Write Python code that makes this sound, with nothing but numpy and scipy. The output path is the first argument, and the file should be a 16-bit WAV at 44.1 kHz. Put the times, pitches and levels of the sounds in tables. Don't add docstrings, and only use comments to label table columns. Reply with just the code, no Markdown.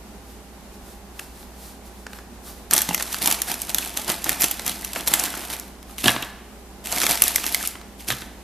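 import sys
import numpy as np
from scipy import signal
from scipy.fft import rfft, irfft, next_fast_len
from scipy.io import wavfile
from scipy.ndimage import uniform_filter1d, map_coordinates

SR = 44100
rng = np.random.default_rng(int(sys.argv[2]) if len(sys.argv) > 2 else 0)


def file_out(sig):
    cols = np.atleast_2d(sig).T
    lim = np.clip(cols, -1, 1)
    pcm = np.round(lim * 32767).astype(np.int16)
    wavfile.write(sys.argv[1], SR, pcm)


N = 371763

# (frequency [Hz], relative level [dB per Hz])
AIR_SPECTRUM = [(15, -57), (25, -11), (49, -4.5), (130, -16.5), (199, -8), (234, -6.5), (260, -11),
                (420, -13.5), (455, -16), (818, -15.5), (959, -18), (1220, -22), (3350, -30),
                (12700, -33.5), (14500, -36)]
# (frequency [Hz], side minus mid [dB])
AIR_WIDTH = [(60, -10.5), (300, -11.5), (1000, -7.5), (2500, -2), (14000, 1.5)]
# (frequency [Hz], level [dB])
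HUM_TONES = [(59.2, -47.5), (199.2, -54), (269.2, -60), (355.3, -60), (414.5, -60), (802.1, -61.5)]
# (middle [s], half-length [s], peak level [dB])
SLEEVE_SWISHES = [(0.308, .05, -50.5), (0.745, .025, -51), (0.9, 0.066, -47.5), (1.22, .06, -44),
                  (1.4, 0.074, -46.5), (1.655, 0.085, -42.5), (1.866, .025, -47.5), (1.997, 0.066, -52),
                  (2.16, 0.05, -46), (2.481, 0.043, -39.5), (2.564, 0.075, -49.5)]
# (frequency [Hz], relative level [dB per Hz])
CLOTH_SPECTRUM = [(800, 4), (2500, -6), (3900, 0), (6500, -2), (8500, -1.5), (10800, 0), (14300, 0)]
# (frequency [Hz], time to fall by 60 dB [s])
KITCHEN_DECAY = [(200, 0.5), (1400, 0.94), (4000, 0.68), (12000, 0.33)]
# (time [s], level [dB], pitch [Hz])
PLASTIC_PINGS = [(1.1954, -33.5, 1540), (1.1926, -31.5, 2700), (2.0648, -39, 1400), (2.7348, -10, 9030),
                 (2.9454, -20.5, 2130), (3.6172, -27, 11000), (4.4095, -19, 12400), (4.5117, -22, 12500),
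                 (4.6639, -29, 11400), (5.081, -18, 11400), (5.1385, -23, 3320), (7.2203, -5.5, 11300),
                 (7.36, -20.5, 2020), (7.5459, -20.5, 1950), (7.5458, -26, 4000), (7.756, -41, 2980),
                 (7.9974, -45, 3400)]
# (time [s], strength [dB], brightness [dB])
SNAP_EVENTS = [(1.195, -40, 2), (1.429, -50, -12), (2.0664, -38, -15.5), (2.132, -41.5, -14.5),
               (2.187, -46, -17), (2.7102, -24, -0.5), (2.7291, -25, -13), (2.7349, -22, 2),
               (2.74, -33.5, 12), (2.7645, -24, 1), (2.7791, -20, -0.5), (2.818, -27.5, 6),
               (2.8898, -25, -5), (2.9459, -26, 5), (2.978, -30, -8), (2.998, -30, -10),
               (3.0074, -31, -12.5), (3.0244, -30.5, 4), (3.1441, -26.5, -8), (3.2591, -24, 2),
               (3.274, -21, 2), (3.2809, -28, -8), (3.3123, -23, -1), (3.3249, -26, 3.5),
               (3.4185, -26.5, 3.5), (3.6182, -38, 9), (3.6938, -30, -3), (3.746, -22, 2),
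               (3.7839, -23.5, 0.5), (3.9726, -25.5, -0.5), (4.0995, -21.5, -6), (4.2428, -32, 5),
               (4.266, -34, -15), (4.2931, -19.5, 0.5), (4.4193, -23.5, 4.5), (4.4413, -24, 4),
               (4.5126, -30, 4), (4.5956, -31, -9.5), (4.6639, -30, -1), (4.6781, -26, -0.5),
               (4.8469, -31.5, 2), (4.9329, -33, -0.5), (4.9602, -31, -15.5), (5.0744, -22.5, -0.5),
               (5.08, -27.5, 0), (5.1376, -15, 1.5), (5.1963, -32.5, 10), (5.2375, -30, 4.5),
               (5.2544, -30, -4), (5.34, -38, -19.5), (5.51, -40, -3), (5.5327, -36, -11),
               (5.5976, -42.5, 8.5), (5.8282, -46.5, -6), (5.982, -33.5, -3), (6.0422, -23.5, -2.5),
               (6.0581, -23, -9), (6.0807, -18.5, -14), (6.1629, -33.5, -19.5), (6.2243, -34.5, -3),
               (6.9247, -26.5, -2.5), (7.0164, -22.5, -6.5), (7.0334, -22, -8), (7.0394, -23.5, -9),
               (7.0661, -19.5, -5), (7.1174, -26, -0.5), (7.2204, -15, -3), (7.2382, -33.5, 15),
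               (7.2801, -25.5, 5), (7.3592, -23, 5.5), (7.3812, -32, -12), (7.441, -28.5, -8.5),
               (7.4646, -28.5, 2.5), (7.524, -38, 8), (7.5455, -21.5, 0), (7.6742, -40.5, 16.5),
               (7.7542, -45.5, -21), (7.814, -45, -14), (8.103, -22.5, -10.5), (8.1237, -30.5, -10.5),
               (8.2197, -39, -10)]
# (frequency [Hz], relative level [dB per Hz])
KNOCK_SPECTRUM = [(120, -32), (300, -0.5), (800, 3), (1400, 5), (2200, -5.5), (5000, -50)]
CRACK_SPECTRUM = [(500, -52), (1100, -77), (1700, -0.5), (3100, 5), (5200, 0.5), (7500, -3.5), (14000, -39)]
TICK_SPECTRUM = [(2000, -63), (4200, -12.5), (6000, 1.5), (9000, 3), (12000, 9), (14500, 2.5)]
# (knock [s], crack [s], tick [s])
SNAP_DECAYS = (.0022, .0013, .0011)
# (start [s], length [s], leaves level [dB], rub on the plastic level [dB])
LEAF_RUSTLES = [(2.69, 2.75, -40, -46), (2.693, 0.092, -25, -32), (2.858, 0.24, -36.5, -43),
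                (3.09, 0.064, -31.5, -47), (3.192, 0.13, -25.5, -31), (3.453, 0.064, -26.5, -35),
                (3.661, 0.037, -33, -37), (3.73, 0.13, -34.5, -41.5), (3.939, 0.057, -33, -39),
                (4.056, 0.051, -26, -29), (4.239, 0.076, -28.5, -32.5), (4.376, 0.067, -22.5, -31.5),
                (4.635, 0.062, -28, -34.5), (4.93, 0.047, -30.5, -35.5), (5.049, 0.21, -30, -34.5),
                (5.268, 0.2, -39.5, -39), (5.474, 0.07, -32, -37.5), (5.563, 0.11, -48, -58),
                (5.86, 0.066, -46, -61), (5.967, 0.037, -30.5, -62), (6.025, 0.062, -21.5, -24.5),
                (6.12, 0.13, -42.5, -40), (6.827, 0.78, -32.5, -41.5), (6.897, .16, -27, -33.5),
                (7.068, 0.047, -20, -28), (7.225, 0.039, -23.5, -37), (7.591, 0.066, -30.5, -48),
                (7.972, .03, -39, -66), (8.059, 0.034, -24, -41), (8.15, 0.087, -44.5, -47.5)]
# (frequency [Hz], relative level [dB per Hz])
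LEAF_SPECTRUM = [(700, -27), (1400, -8.5), (2000, -2), (3000, 0), (4500, -0.5), (7000, -2), (10000, 0),
                 (12300, 2), (14500, -6.5)]
# (frequency [Hz], width [Hz], relative level [dB])
BOX_MODES = [(161, 95, -2.5), (295, 207, -0.5), (416, 75, 0), (696, 81, 0), (910, 96, 2.5), (1140, 910, -6)]
# (time [s], level [dB])
BOX_BUMPS = [(2.8877, -24.5), (2.9089, -25), (2.926, -33), (3.008, -35.5), (3.257, -32), (4.293, -43)]
# (frequency [Hz], width [Hz], relative level [dB])
HOLLOW_MODES = [(174, 33, -1), (270, 54, -2.5), (840, 84, -1.5), (2830, 130, -9.5)]
# (time [s], boom on the counter [dB], thump [dB], rattle [dB])
TUB_LANDINGS = [(6.040, -35, -31, -26), (6.058, -31, -22, -19), (6.08, -54, -42, -11),
                (6.092, -38, -41, -19.5), (6.163, -42, -34, -30), (6.226, -46, -39, -28),
                (8.086, -44, -39.5, -39), (8.111, -37, -57, -27), (8.133, -43, -43, -34),
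                (8.221, -50, -44, -43)]
# (frequency [Hz], width [Hz], relative level [dB])
TUB_FLOOR_MODES = [(195, 55, -17), (282, 78, 4), (396, 68, 1.5)]
TUB_WALL_MODES = [(980, 42, 1), (1180, 63, 0), (1700, 61, 0.5), (2750, 280, 3), (3270, 690, 2),
                  (3940, 450, -3)]
# (frequency [Hz], side minus mid [dB])
CLOSE_WIDTH = [(100, -34), (1000, -23.5), (2500, -40), (5200, -15), (7800, -4), (14000, -2)]
# (frequency [Hz], left minus right [dB])
MIC_BALANCE = [(60, -2), (700, -1.5), (2000, -0.3), (5000, 0), (8800, -1), (13000, -2)]
# (frequency [Hz], lead of the left [rad])
MIC_PHASE = [(6000, -0.056), (9000, -0.4), (14000, -0.6)]

TOP_HZ = 14350
KNOCK_DB, TICK_DB = -11, 5.5
RUSTLE_ATTACK_S, RUSTLE_RELEASE_S = 0.029, 0.037
CRINKLE_HZ, CRINKLE_OCTAVES, CRINKLE_CYCLES = 3610, 0.837, 4.2
CRINKLE_DB, CRINKLE_SPREAD_DB = -3.5, 4
CENTRE = np.array([[1], [0]])


def amp(db):
    return 10 ** (np.asarray(db) / 20)


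def unit(x):
    return x / np.sqrt(np.mean(x ** 2) + 1e-20)


def along(points, hz):
    f, v = np.transpose(points)
    return np.interp(np.log(hz + 1), np.log(f + 1), v)


def wobble(rate):
    knots = rng.standard_normal(int(N * rate / SR) + 4)
    return map_coordinates(knots, [np.arange(N) * rate / SR])


def filtered(x, response):
    n = x.shape[-1]
    padded = next_fast_len(n + min(n // 2, 8192))
    spectrum = rfft(x, padded) * response(np.fft.rfftfreq(padded, 1 / SR))
    return irfft(spectrum, padded)[..., :n]


def coloured(x, spectrum):
    return filtered(x, lambda hz: amp(along(spectrum, hz)))


def resonate(x, modes):
    def response(f):
        total = 0
        for k, (centre, width, db) in enumerate(modes):
            damping = 1j * f * width
            total = total + (-1) ** k * amp(db) * damping / (centre * centre - f * f + damping)
        return total
    return filtered(x, response)


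def add(track, s, sound):
    part = track[..., round(s * SR):][..., :sound.shape[-1]]
    part += sound[..., :part.shape[-1]]


def struck(sound, size):
    return sound / np.sqrt(np.mean(sound[..., :size] ** 2, axis=-1, keepdims=True) + 1e-20)


def background(air_db=-45, waver_db=0.1):
    t = np.arange(N) / SR
    hum = np.zeros(N)
    for hz, db in HUM_TONES:
        level = amp(db + waver_db * wobble(2.9)) * np.sqrt(2)
        hum += level * np.sin(2 * np.pi * hz * t + 0.36 * wobble(2))
    noise = unit(coloured(rng.standard_normal((2, N)), AIR_SPECTRUM))
    air = amp(air_db + 0.45 * wobble(11.0)) * noise
    return air + hum * CENTRE


def sleeve():
    t = np.arange(N) / SR
    speed = sum(amp(db) * np.exp(-((t - s) / half) ** 2) for s, half, db in SLEEVE_SWISHES)
    return speed * unit(coloured(rng.standard_normal((2, N)), CLOTH_SPECTRUM))


def kitchen(x, delay=0.0034):
    hz, t, z = signal.stft(rng.standard_normal((2, SR // 2)), SR, nperseg=256)
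    decay = amp(-60 * t / along(KITCHEN_DECAY, hz)[:, None])
    tail = signal.istft(z * decay, SR, nperseg=256)[1]
    tail = tail * (np.arange(tail.shape[1]) > delay * SR)
    return signal.fftconvolve(x[:1], tail / np.linalg.norm(tail[0]), axes=1)[:, :N]


def pings(life=0.0025, sharpness=7):
    out, t = np.zeros((2, N)), np.arange(SR // 32) / SR
    for s, db, hz in PLASTIC_PINGS:
        flex = np.exp(-t / life) * rng.standard_normal((2, len(t)))
        ring = resonate(flex, [(hz, hz / sharpness, 0)])
        add(out, s, amp(db) * struck(ring, size=220))
    return out


def snaps(rise=0.00031, scatter_db=-20, ragged_db=4.0, echo=0.36):
    out, t = np.zeros((2, N)), np.arange(1536) / SR
    scatter = amp(scatter_db) * np.exp(-t / .007)
    for s, strength_db, bright_db in SNAP_EVENTS:
        roughness = unit(uniform_filter1d(rng.standard_normal(len(t)), size=16))
        ragged = (1 - np.exp(-t / rise)) * amp(ragged_db * roughness)
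        noise = rng.standard_normal((2, len(t)))
        noise = noise + echo * np.roll(noise, rng.integers(6, 40), axis=1)
        spectra = (KNOCK_SPECTRUM, CRACK_SPECTRUM, TICK_SPECTRUM)
        levels = (KNOCK_DB - bright_db, 0, TICK_DB + bright_db)
        for spectrum, db, life in zip(spectra, levels, SNAP_DECAYS):
            shape = ragged * (np.exp(-t / life) + scatter)
            burst = struck(shape * coloured(noise, spectrum), size=220)
            add(out, s, amp(strength_db + db) * burst)
    return out


def rustle_gains():
    t, power = np.arange(N) / SR, np.zeros((2, N))
    for s, length, leaves_db, box_db in LEAF_RUSTLES:
        swell = np.clip((t - s) / RUSTLE_ATTACK_S, 0, 1) ** 2
        settle = np.exp(-np.clip(t - s - length, 0, 1) / RUSTLE_RELEASE_S)
        power += (amp([[leaves_db], [box_db]]) * swell * settle) ** 2
    return np.sqrt(power)


def crackle(rate, spread_db, life, bed):
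    happens = rng.random(N) < rate / SR
    sizes = happens * amp(spread_db * np.minimum(rng.exponential(size=N), 3))
    power = signal.lfilter([1], [1, -np.exp(-1 / (life * SR))], sizes ** 2)
    return np.sqrt(power / power.mean() + abs(bed)) * rng.standard_normal((2, N))


def crinkles(gain, count=700):
    out, t = np.zeros(N), np.arange(SR // 100) / SR
    moments, sizes, pitches = rng.random(count), rng.exponential(size=count), rng.standard_normal(count)
    for when, size, pitch in zip(moments, sizes, pitches):
        hz = min(CRINKLE_HZ * 2 ** (CRINKLE_OCTAVES * pitch), TOP_HZ)
        ring = np.sin(2 * np.pi * hz * t) * np.exp(-hz * t / CRINKLE_CYCLES)
        level = gain[int(when * N)] * amp(CRINKLE_DB + CRINKLE_SPREAD_DB * min(size, 3.5))
        add(out, when * N / SR, level * ring)
    return out


def rustling():
    leaves_gain, box_gain = rustle_gains()
    leaves = unit(coloured(crackle(rate=500, spread_db=6, life=.0008, bed=.45), LEAF_SPECTRUM))
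    box = unit(resonate(crackle(rate=300, spread_db=4.5, life=0.0015, bed=0.64), BOX_MODES))
    return leaves_gain * leaves + box_gain * box + crinkles(leaves_gain) * CENTRE


def bumps(life=0.0026):
    out, t = np.zeros((2, N)), np.arange(SR // 8) / SR
    for s, db in BOX_BUMPS:
        nudge = np.exp(-t / life) * rng.standard_normal((2, len(t)))
        add(out, s, amp(db) * struck(resonate(nudge, HOLLOW_MODES), size=440))
    return out


def tub(boom_hz=122, boom_t60=0.19, boom_rise=0.0077, push_life=0.0084, slap_life=0.0048):
    out, t = np.zeros((2, N)), np.arange(SR // 4) / SR
    boom_shape = amp(-60 * t / boom_t60) * (1 - np.exp(-t / boom_rise))
    boom = np.sin(2 * np.pi * boom_hz * t) * boom_shape
    for s, boom_db, thump_db, rattle_db in TUB_LANDINGS:
        push = np.exp(-t / push_life) * (1 + 0.76 * rng.standard_normal((2, len(t))))
        slap = np.exp(-t / slap_life) * rng.standard_normal((2, len(t)))
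        add(out[0], s, amp(boom_db) * struck(boom, size=880))
        add(out, s, amp(thump_db) * struck(resonate(push, TUB_FLOOR_MODES), size=880))
        add(out, s, amp(rattle_db) * struck(resonate(slap, TUB_WALL_MODES), size=350))
    return out


def microphones(mid, side):
    def lead(hz):
        return amp(along(MIC_BALANCE, hz) / 2) * np.exp(.5j * along(MIC_PHASE, hz))
    left = filtered(mid + side, lead)
    right = filtered(mid - side, lambda hz: 1 / lead(hz))
    return np.array([left, right])


def scene(room_db=-11):
    air_mid, air_side = background()
    crisp = sleeve() + snaps() + rustling()
    plastic = pings() + bumps() + tub()
    wet = kitchen(crisp + .55 * plastic)
    mid, side = crisp + plastic + amp(room_db) * wet
    return microphones(mid + air_mid, coloured(side, CLOSE_WIDTH) + coloured(air_side, AIR_WIDTH))


def record(dry):
    held = dry / (1 + np.abs(dry / 1.05) ** 8) ** (1 / 8)
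    return filtered(held, lambda hz: 1 / (1 + (hz / TOP_HZ) ** 160))


dry = scene()
out = record(dry)
file_out(out)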